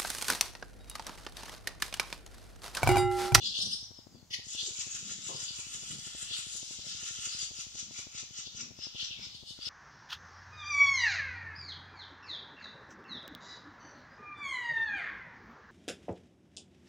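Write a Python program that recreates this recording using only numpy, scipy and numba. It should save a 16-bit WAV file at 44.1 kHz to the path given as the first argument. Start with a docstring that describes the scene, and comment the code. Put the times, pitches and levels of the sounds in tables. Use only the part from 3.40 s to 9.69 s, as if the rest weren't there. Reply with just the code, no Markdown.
"""A hand rubs briskly to and fro over a horse's coat, making countless hairs slip and hiss.
Longer hair swishes between the strokes and gives one sharp flick. Dull thuds and one hollow knock
sound off the boards of the wooden stall, which echoes them all over quiet barn air.
The microphone stands a few metres off and picks up a faint, regular electrical ticking on the left."""
import sys
import numpy as np
from scipy import signal
from scipy.fft import rfft, irfft, next_fast_len
from scipy.io import wavfile
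from scipy.ndimage import uniform_filter1d, map_coordinates
from numba import njit

SR = 44100
rng = np.random.default_rng(int(sys.argv[2]) if len(sys.argv) > 2 else 0)


def unload_wav(signal):
    """Save mono or channel-first audio to the path in sys.argv[1] as 16-bit WAV at rate SR, clipped to [-1, 1]."""
    wavfile.write(
        sys.argv[1],
        SR,
        np.round(np.clip(np.atleast_2d(signal).T, -1, 1) * 32767).astype(np.int16),
    )


N = 277389
TIME = np.arange(N) / SR

# Levels in the tables are relative: filters, echoes and the mix set the final loudness.
# tone of the barn air: frequency_hz, level_db
AIR_TONE = [(20, -16), (40, 0.5), (65, 5), (110, -3), (200, -5), (400, -16.5), (800, -11), (1500, -17.5),
            (3000, -19.5), (7000, -10), (9000, -28), (15500, -24.5)]
# a steady hum: pitch_hz, level_db
HUM_NOTES = [(102.3, -75)]
# dull thuds: peak_s, level_db, pitch_hz, rise_and_fall_s
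THUDS = [(.049, -61.5, 202, 0.065), (.22, -64.5, 620, 0.041), (.26, -54, 98, 0.032),
         (.275, -55, 200, 0.048), (.76, -63, 220, 0.061), (1.29, -59.5, 372, 0.03),
         (1.703, -58.5, 192, 0.097), (1.962, -60.5, 130, 0.076), (2.38, -63, 222, 0.055),
         (2.542, -51.5, 158, 0.047), (2.852, -61.5, 151, 0.02), (3.45, -68, 630, .027),
         (3.499, -68, 166, 0.11), (4.469, -67, 194, 0.095), (5.241, -57.5, 216, 0.069),
         (5.832, -64, 172, 0.06)]
# swishes of long hair: peak_s, level_db, pitch_ratio, fizz_db, whistle_db
SWISHES = [(0.063, -30, 1.026, -36, -26), (.178, -30.5, 0.98, -28, -16), (0.229, -36.5, 1.02, -12, 2),
           (.329, -39, 0.97, -10, 5), (0.445, -54, 1.1, -24, 3.5), (.573, -59.5, 0.98, -24, 7.5),
           (.772, -68, 0.87, -24, 6.5), (1.197, -33.5, .93, -21.5, -23), (1.96, -44, 0.933, -17, 2.5),
           (2.085, -44, 0.89, -21, 1), (2.928, -35, 0.893, -28, -12), (3.51, -43, 1.01, -35, -2),
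           (3.925, -40, 0.93, -16, 0.5), (4.009, -48.5, 0.89, -26, 7.5), (5.06, -45, 0.976, -38, -16),
           (5.434, -46.5, 0.96, -46, 4), (5.609, -34.5, 0.85, -41, -12), (5.729, -42.5, 0.7, -42, -5.5),
           (5.838, -44, 0.975, -47, -3), (5.955, -45, 0.98, -21.5, -13), (6.101, -44.5, 0.99, -15, -14),
           (6.272, -38, 0.97, -19, 1.5)]
# broad bands of hiss in a swish, before its pitch ratio and glide: pitch_hz, width_hz, level_db
SWISH_BANDS = [(3130, 540, -7), (3845, 890, -1), (4620, 920, -3), (6600, 1460, -14)]
# tone of the hair tips, a high sheen: frequency_hz, level_db
SHEEN_TONE = [(6000, -20.5), (8200, 1.5), (9900, -2), (10400, -10), (11400, -14.5), (12000, -17),
              (15500, -32)]
# a flick of hair, first a light touch and then the crack: peak_s, level_db, rise_s, fall_s
FLICK_PARTS = [(.906, -44, .003, 0.044), (0.94, -30, 0.0077, 0.0072)]
# tone of the flick: frequency_hz, level_db
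FLICK_TONE = [(1500, -33), (1700, -21), (1850, -4.5), (2350, -9), (2900, -3), (4500, -3), (5200, 2),
              (5700, -5), (6900, -10), (8300, -28), (9500, -21), (11400, -22), (12200, -36), (15500, -50)]
# strokes of the hand, about six a second, easing to five: fastest_s, level_db
STROKES = [(1.135, -39.5), (1.267, -38), (1.413, -36.5), (1.56, -38), (1.714, -38.5), (1.884, -38.5),
           (2.035, -39.5), (2.194, -41.5), (2.347, -41.5), (2.511, -41.5), (2.669, -42.5), (2.827, -41),
           (2.989, -41.5), (3.167, -42), (3.332, -45), (3.503, -43.5), (3.623, -56.5), (3.68, -40.5),
           (3.858, -39.5), (4.031, -39), (4.211, -39), (4.396, -40), (4.59, -39.5), (4.794, -41),
           (4.997, -42.5), (5.207, -41), (5.448, -45), (5.643, -41), (5.85, -51), (6.276, -50.5)]
# how the hand meets the coat: time_s, base_pitch_hz, hiss_db, rasp_db, sheen_db, rise_s, drag_db
HAND_CONTACT = [(1.15, 6630, -6.5, -25, -18.5, 0.067, -69), (1.7, 6560, -7, -19, -21.5, 0.089, -74),
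                (2.45, 6770, -6, -16.5, -12, 0.099, -50), (2.97, 7200, -4, -14, -11, 0.071, -58),
                (3.249, 6370, -3, -23.5, -12, 0.15, -46.5), (3.53, 6350, -5.5, -15.5, -18, 0.08, -47),
                (4.0, 6540, -6, -17.5, -16, 0.14, -70), (4.22, 6250, -3, -20.5, -20, 0.061, -76),
                (5.0, 6200, -0.5, -16, -23, 0.059, -74), (5.4, 5400, -5.5, -16, -40, 0.054, -76),
                (6.28, 5100, -4, -6.5, -16, 0.081, -68)]
# tone of the rubbed coat's broad hiss: frequency_hz, level_db
HISS_TONE = [(1500, -68), (2200, -13.5), (2700, -9.5), (3200, 0.5), (4200, -1), (5500, 3), (7500, -2),
             (8200, -28.5), (12000, -54)]
# tone of the rasp near the skin: frequency_hz, level_db
RASP_TONE = [(300, -23), (900, -12), (1250, 0.5), (1650, 1.5), (2200, -1), (3000, 12), (5000, -7.5),
             (8000, -39)]
# a hollow knock: peak_s, level_db, rise_s, fall_s
KNOCKS = [(1.895, -46.5, 0.0049, 0.047)]
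# notes at which the knocked boards ring: pitch_hz, width_hz, level_db
BOARD_NOTES = [(364, 190, -1), (427, 80, -7), (534, 81, -4), (740, 160, -5.5), (860, 140, -5),
               (1040, 99, 7)]
# how long the stall's echo takes to fade by 60 dB: frequency_hz, fade_s
ECHO_FADES = [(150, 0.1), (1000, 0.4), (4000, 0.54), (8000, 0.33), (14000, 0.3)]


def undb(db):
    """Turn decibels into a number to multiply by."""
    return 10 ** (np.asarray(db) / 20)


def unit(x):
    """Scale a signal to an average strength (rms) of 1."""
    return x / np.sqrt(np.mean(x ** 2))


def colour(x, tone):
    """Shape a sound's lows and highs with a tone table, at strength 1."""
    hz, db = np.transpose(tone)
    size = next_fast_len(N)
    freq = np.arange(size // 2 + 1) * SR / size
    gain = undb(np.interp(np.log(freq + 1), np.log(hz), db))
    return unit(irfft(rfft(x, size) * gain, size)[..., :N])


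@njit
def moving_filter(x, hz, width):
    """Let through a band of sound whose centre can move every sample."""
    out, band_state, low_state = np.empty(len(x)), 0., 0.
    for i in range(len(x)):
        tuning, damping = np.tan(np.pi * hz[i] / SR), width / hz[i]
        ring = (band_state + tuning * (x[i] + 1e-18 - low_state)) / (1 + tuning * (tuning + damping))
        band_state = 2 * ring - band_state
        low_state += 2 * tuning * ring
        out[i] = damping * ring
    return out


def band(x, hz, width_hz):
    """Keep the sound near one pitch, steady or gliding."""
    return moving_filter(x, np.clip(hz + np.zeros(len(x)), 20, .45 * SR), float(width_hz))


def ringing_noise(size, hz, width_hz):
    """Noise filtered twice so that it rings around one pitch."""
    return band(band(rng.standard_normal(size), hz, width_hz), hz, width_hz)


def walk(turns_per_s):
    """A random wander that strays by about 1 either way."""
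    steps = rng.standard_normal(N // 16)
    return 1.2 * np.interp(TIME * turns_per_s, np.arange(len(steps)), steps)


def swell(t, db, rise_s, fall_s):
    """A loudness curve that grows from rest to its peak at t = 0 and dies away."""
    rising = np.abs(t / rise_s) ** 1.27  # a power above 1 starts more nearly from rest
    return undb(db) * np.exp(-np.where(t < 0, rising, t / fall_s))


def around(peak_s):
    """The samples near an event, and their times from its peak."""
    span = slice(max(int((peak_s - .3) * SR), 0), min(int((peak_s + .4) * SR), N))
    return span, TIME[span] - peak_s


def barn_air():
    """A low, gently wavering rumble, partly shared by left and right, with a faint hum."""
    noise = rng.standard_normal((2, N)) + 1.02 * rng.standard_normal(N)
    hum = sum(undb(db) * unit(ringing_noise(N, hz, width_hz=17.5)) for hz, db in HUM_NOTES)
    return undb(-63) * colour(noise, AIR_TONE) * undb(0.67 * walk(7.2)) + hum


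def electrical_ticking():
    """Evenly spaced electrical pulses, rounded by the microphone's circuit; some carry a sharper snap."""
    first_s, gap_s = .0275, .08
    starts = (np.arange(first_s, N / SR, gap_s) * SR).astype(int)
    pulses, snaps = np.zeros(N), np.zeros(N)
    pulses[starts] = undb(1 + 0.9 * rng.standard_normal(len(starts)))
    # every third tick has a late snap; some of the others have an early one
    late = np.arange(len(starts)) % 3 == 0
    early = ~late & (rng.random(len(starts)) < .28)
    for chosen, delay_s, db in ((late, .0075, -10), (early, .00274, -7)):
        snaps[np.minimum(starts[chosen] + int(delay_s * SR), N - 1)] = -undb(db)
    soft = band(band(pulses, 102, 90.6), 149, 330)
    sharp = band(band(snaps, 285, 335), 330, 2000)
    return signal.sosfilt(signal.butter(2, 900, fs=SR, output="sos"), soft + sharp)


def dull_thuds():
    """Soft, heavy bumps on the boards, each a swell of low noise."""
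    out = np.zeros(N)
    for peak_s, db, hz, length_s in THUDS:
        span, t = around(peak_s)
        out[span] += swell(t, db, length_s, length_s) * unit(ringing_noise(len(t), hz, 0.63 * hz))
    return out


def hair_swishes():
    """Long hair sweeps past; its hiss and whistle glide in pitch with the speed of the sweep."""
    steady_db, glide_end_s = -44.5, 0.034
    out = np.zeros(N)
    fizz = colour(rng.standard_normal(N), SHEEN_TONE)
    for peak_s, db, pitch_ratio, fizz_db, whistle_db in SWISHES:
        span, t = around(peak_s)
        # swishes louder than steady_db glide up and softer ones sag, until just after the peak
        glide = np.clip(0.5 * (db - steady_db), -1.6, 3.5)
        octaves = glide * 0.073 * np.tanh(np.minimum(t, glide_end_s) / 0.081)
        speed = pitch_ratio * 2 ** octaves
        hiss = sum(undb(band_db) * ringing_noise(len(t), hz * speed, width_hz)
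                   for hz, width_hz, band_db in SWISH_BANDS)
        whistle = ringing_noise(len(t), hz=5320 * speed, width_hz=420)
        swish = unit(hiss) + undb(whistle_db) * unit(whistle) + undb(fizz_db) * fizz[span]
        out[span] += swell(t, db, rise_s=.036, fall_s=.04) * swish
    out *= undb(1.6 * walk(110))  # the level flickers
    # the hiss ends steeply below its lowest band; only a faint rustle follows its loudness lower down
    out = signal.sosfilt(signal.butter(12, 2580, "high", fs=SR, output="sos"), out + 1e-18)
    loudness = uniform_filter1d(np.abs(out), size=900)
    rustle = unit(ringing_noise(N, hz=1570, width_hz=900))
    return out + undb(-31.5) * loudness * rustle


def hair_flick():
    """Hair touches lightly, then cracks: two quick bursts of bright noise."""
    out = np.zeros(N)
    crack = colour(rng.standard_normal(N), FLICK_TONE)
    for peak_s, db, rise_s, fall_s in FLICK_PARTS:
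        span, t = around(peak_s)
        out[span] += swell(t, db, rise_s, fall_s) * crack[span]
    return out


def slipping_hairs(grain_db, catch_db):
    """Countless hairs slip: a dense crackle that bunches up as tufts catch and let go."""
    return rng.standard_normal(N) * undb(grain_db * walk(2500) + catch_db * np.tanh(walk(130)))


def hand_rubbing():
    """Each stroke speeds up and stops short; firm contact adds a rasp, quick hair tips a sheen."""
    times, *columns = np.transpose(HAND_CONTACT)
    hz, hiss_db, rasp_db, sheen_db, rise_s, drag_db = (np.interp(TIME, times, c) for c in columns)
    speed = np.zeros(N)
    for peak_s, db in STROKES:
        span, t = around(peak_s)
        speed[span] += swell(t, db, np.interp(peak_s, TIME, rise_s), fall_s=.028)
        speed[span] += swell(t, db - 15.5, rise_s=.0067, fall_s=.0067)  # tufts catch at the peak
    # the table's pitch is higher where a quicker hand bends the hairs harder
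    hairs = slipping_hairs(grain_db=1, catch_db=5.5)
    hairs = band(band(hairs, 1.03 * hz, 1760), 1.036 * hz, 1900)
    hairs = unit(signal.sosfilt(signal.butter(12, 7900, fs=SR, output="sos"), hairs))
    hiss, rasp, sheen = (colour(slipping_hairs(grain_db=2, catch_db=3), tone)
                         for tone in (HISS_TONE, RASP_TONE, SHEEN_TONE))
    # the rasp's pitch drifts as the hand meets new patches of coat
    pitch_ratio = 1 + .09 * walk(9)
    rasp = undb(rasp_db + 7) * map_coordinates(rasp, [np.cumsum(pitch_ratio)], mode="mirror")
    # the bright hair tips stand out at the fastest part of each stroke
    mean_speed = np.maximum(uniform_filter1d(speed, size=7000), 1e-6)
    surge = np.clip(speed / mean_speed, 0, 2) ** 0.21
    tips = surge * (undb(-2.5) * hairs + undb(sheen_db + 0.7) * sheen)
    sliding = np.hypot(undb(hiss_db) * speed, undb(drag_db)) * hiss  # the hand drags back between strokes
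    touching = np.clip((TIME - 1.02) / 0.026, 0, 1)  # the hand lands on the coat
    return touching * (sliding + speed * (rasp + tips))


def hollow_knock():
    """A knock makes the boards ring briefly at several pitches at once."""
    out = np.zeros(N)
    for peak_s, db, rise_s, fall_s in KNOCKS:
        span, t = around(peak_s)
        boards = sum(undb(note_db) * ringing_noise(len(t), hz, width_hz)
                     for hz, width_hz, note_db in BOARD_NOTES)
        out[span] += swell(t, db, rise_s, fall_s) * unit(boards)
    return out


def stall_echo(x, direct_db, early_db, late_db):
    """The direct sound reaches the left side first; near boards answer at once, then the barn rings."""
    t = TIME[:int(.45 * SR)]
    hz, fade_s = np.transpose(ECHO_FADES)
    out = []
    for lag_samples in (0, 16):
        freq, when, spectrum = signal.stft(rng.standard_normal(len(t)), SR, nperseg=256)
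        decay = np.exp(-np.log(1000) * when / np.interp(freq, hz, fade_s)[:, None])
        late = signal.istft(spectrum * decay, SR)[1][:len(t)] * (t > .004)
        early = rng.standard_normal(len(t)) * np.exp(-t / 0.0041) * (t > .001)
        response = (undb(early_db) * unit(early) + undb(late_db) * unit(late)) / np.sqrt(len(t))
        response[lag_samples] += undb(direct_db)
        out.append(signal.fftconvolve(x, response)[:N])
    return np.array(out)


def in_stall(x, direct_db, early_db, late_db, left_db, spots=3):
    """A moving source drifts among a few spots, each with its own echoes; left_db tilts it left."""
    shares = np.exp([walk(turns_per_s=6) for _ in range(spots)])
    shares /= np.linalg.norm(shares, axis=0)
    stereo = sum(stall_echo(x * share, direct_db, early_db, late_db) for share in shares)
    return stereo * undb([[left_db / 2], [-left_db / 2]])


def scene():
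    """Hand, hair and boards in the stall, over barn air, with the ticking mostly on the left."""
    hand = in_stall(hand_rubbing(), direct_db=-6.5, early_db=-2, late_db=-3, left_db=1)
    hair = in_stall(hair_swishes() + hair_flick(), direct_db=-13.5, early_db=-1, late_db=-5, left_db=.5)
    bumps = dull_thuds() + hollow_knock()
    boards = in_stall(bumps, direct_db=1, early_db=-4, late_db=-5, left_db=3.5, spots=2)
    return hand + hair + boards + barn_air() + electrical_ticking() * undb([[0], [-18]])


def record(dry):
    """The phone's body shades the treble on the right, and the very highest sound is cut on both sides."""
    left, right = dry
    treble = signal.sosfiltfilt(signal.butter(3, 3500, "high", fs=SR, output="sos"), right)
    shaded = right + (undb(-2.5) - 1) * treble
    top_cut = signal.ellip(10, .2, 70, 15650, fs=SR, output="sos")
    return signal.sosfilt(top_cut, np.array([left, shaded]))


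dry = scene()
out = record(dry)
unload_wav(out)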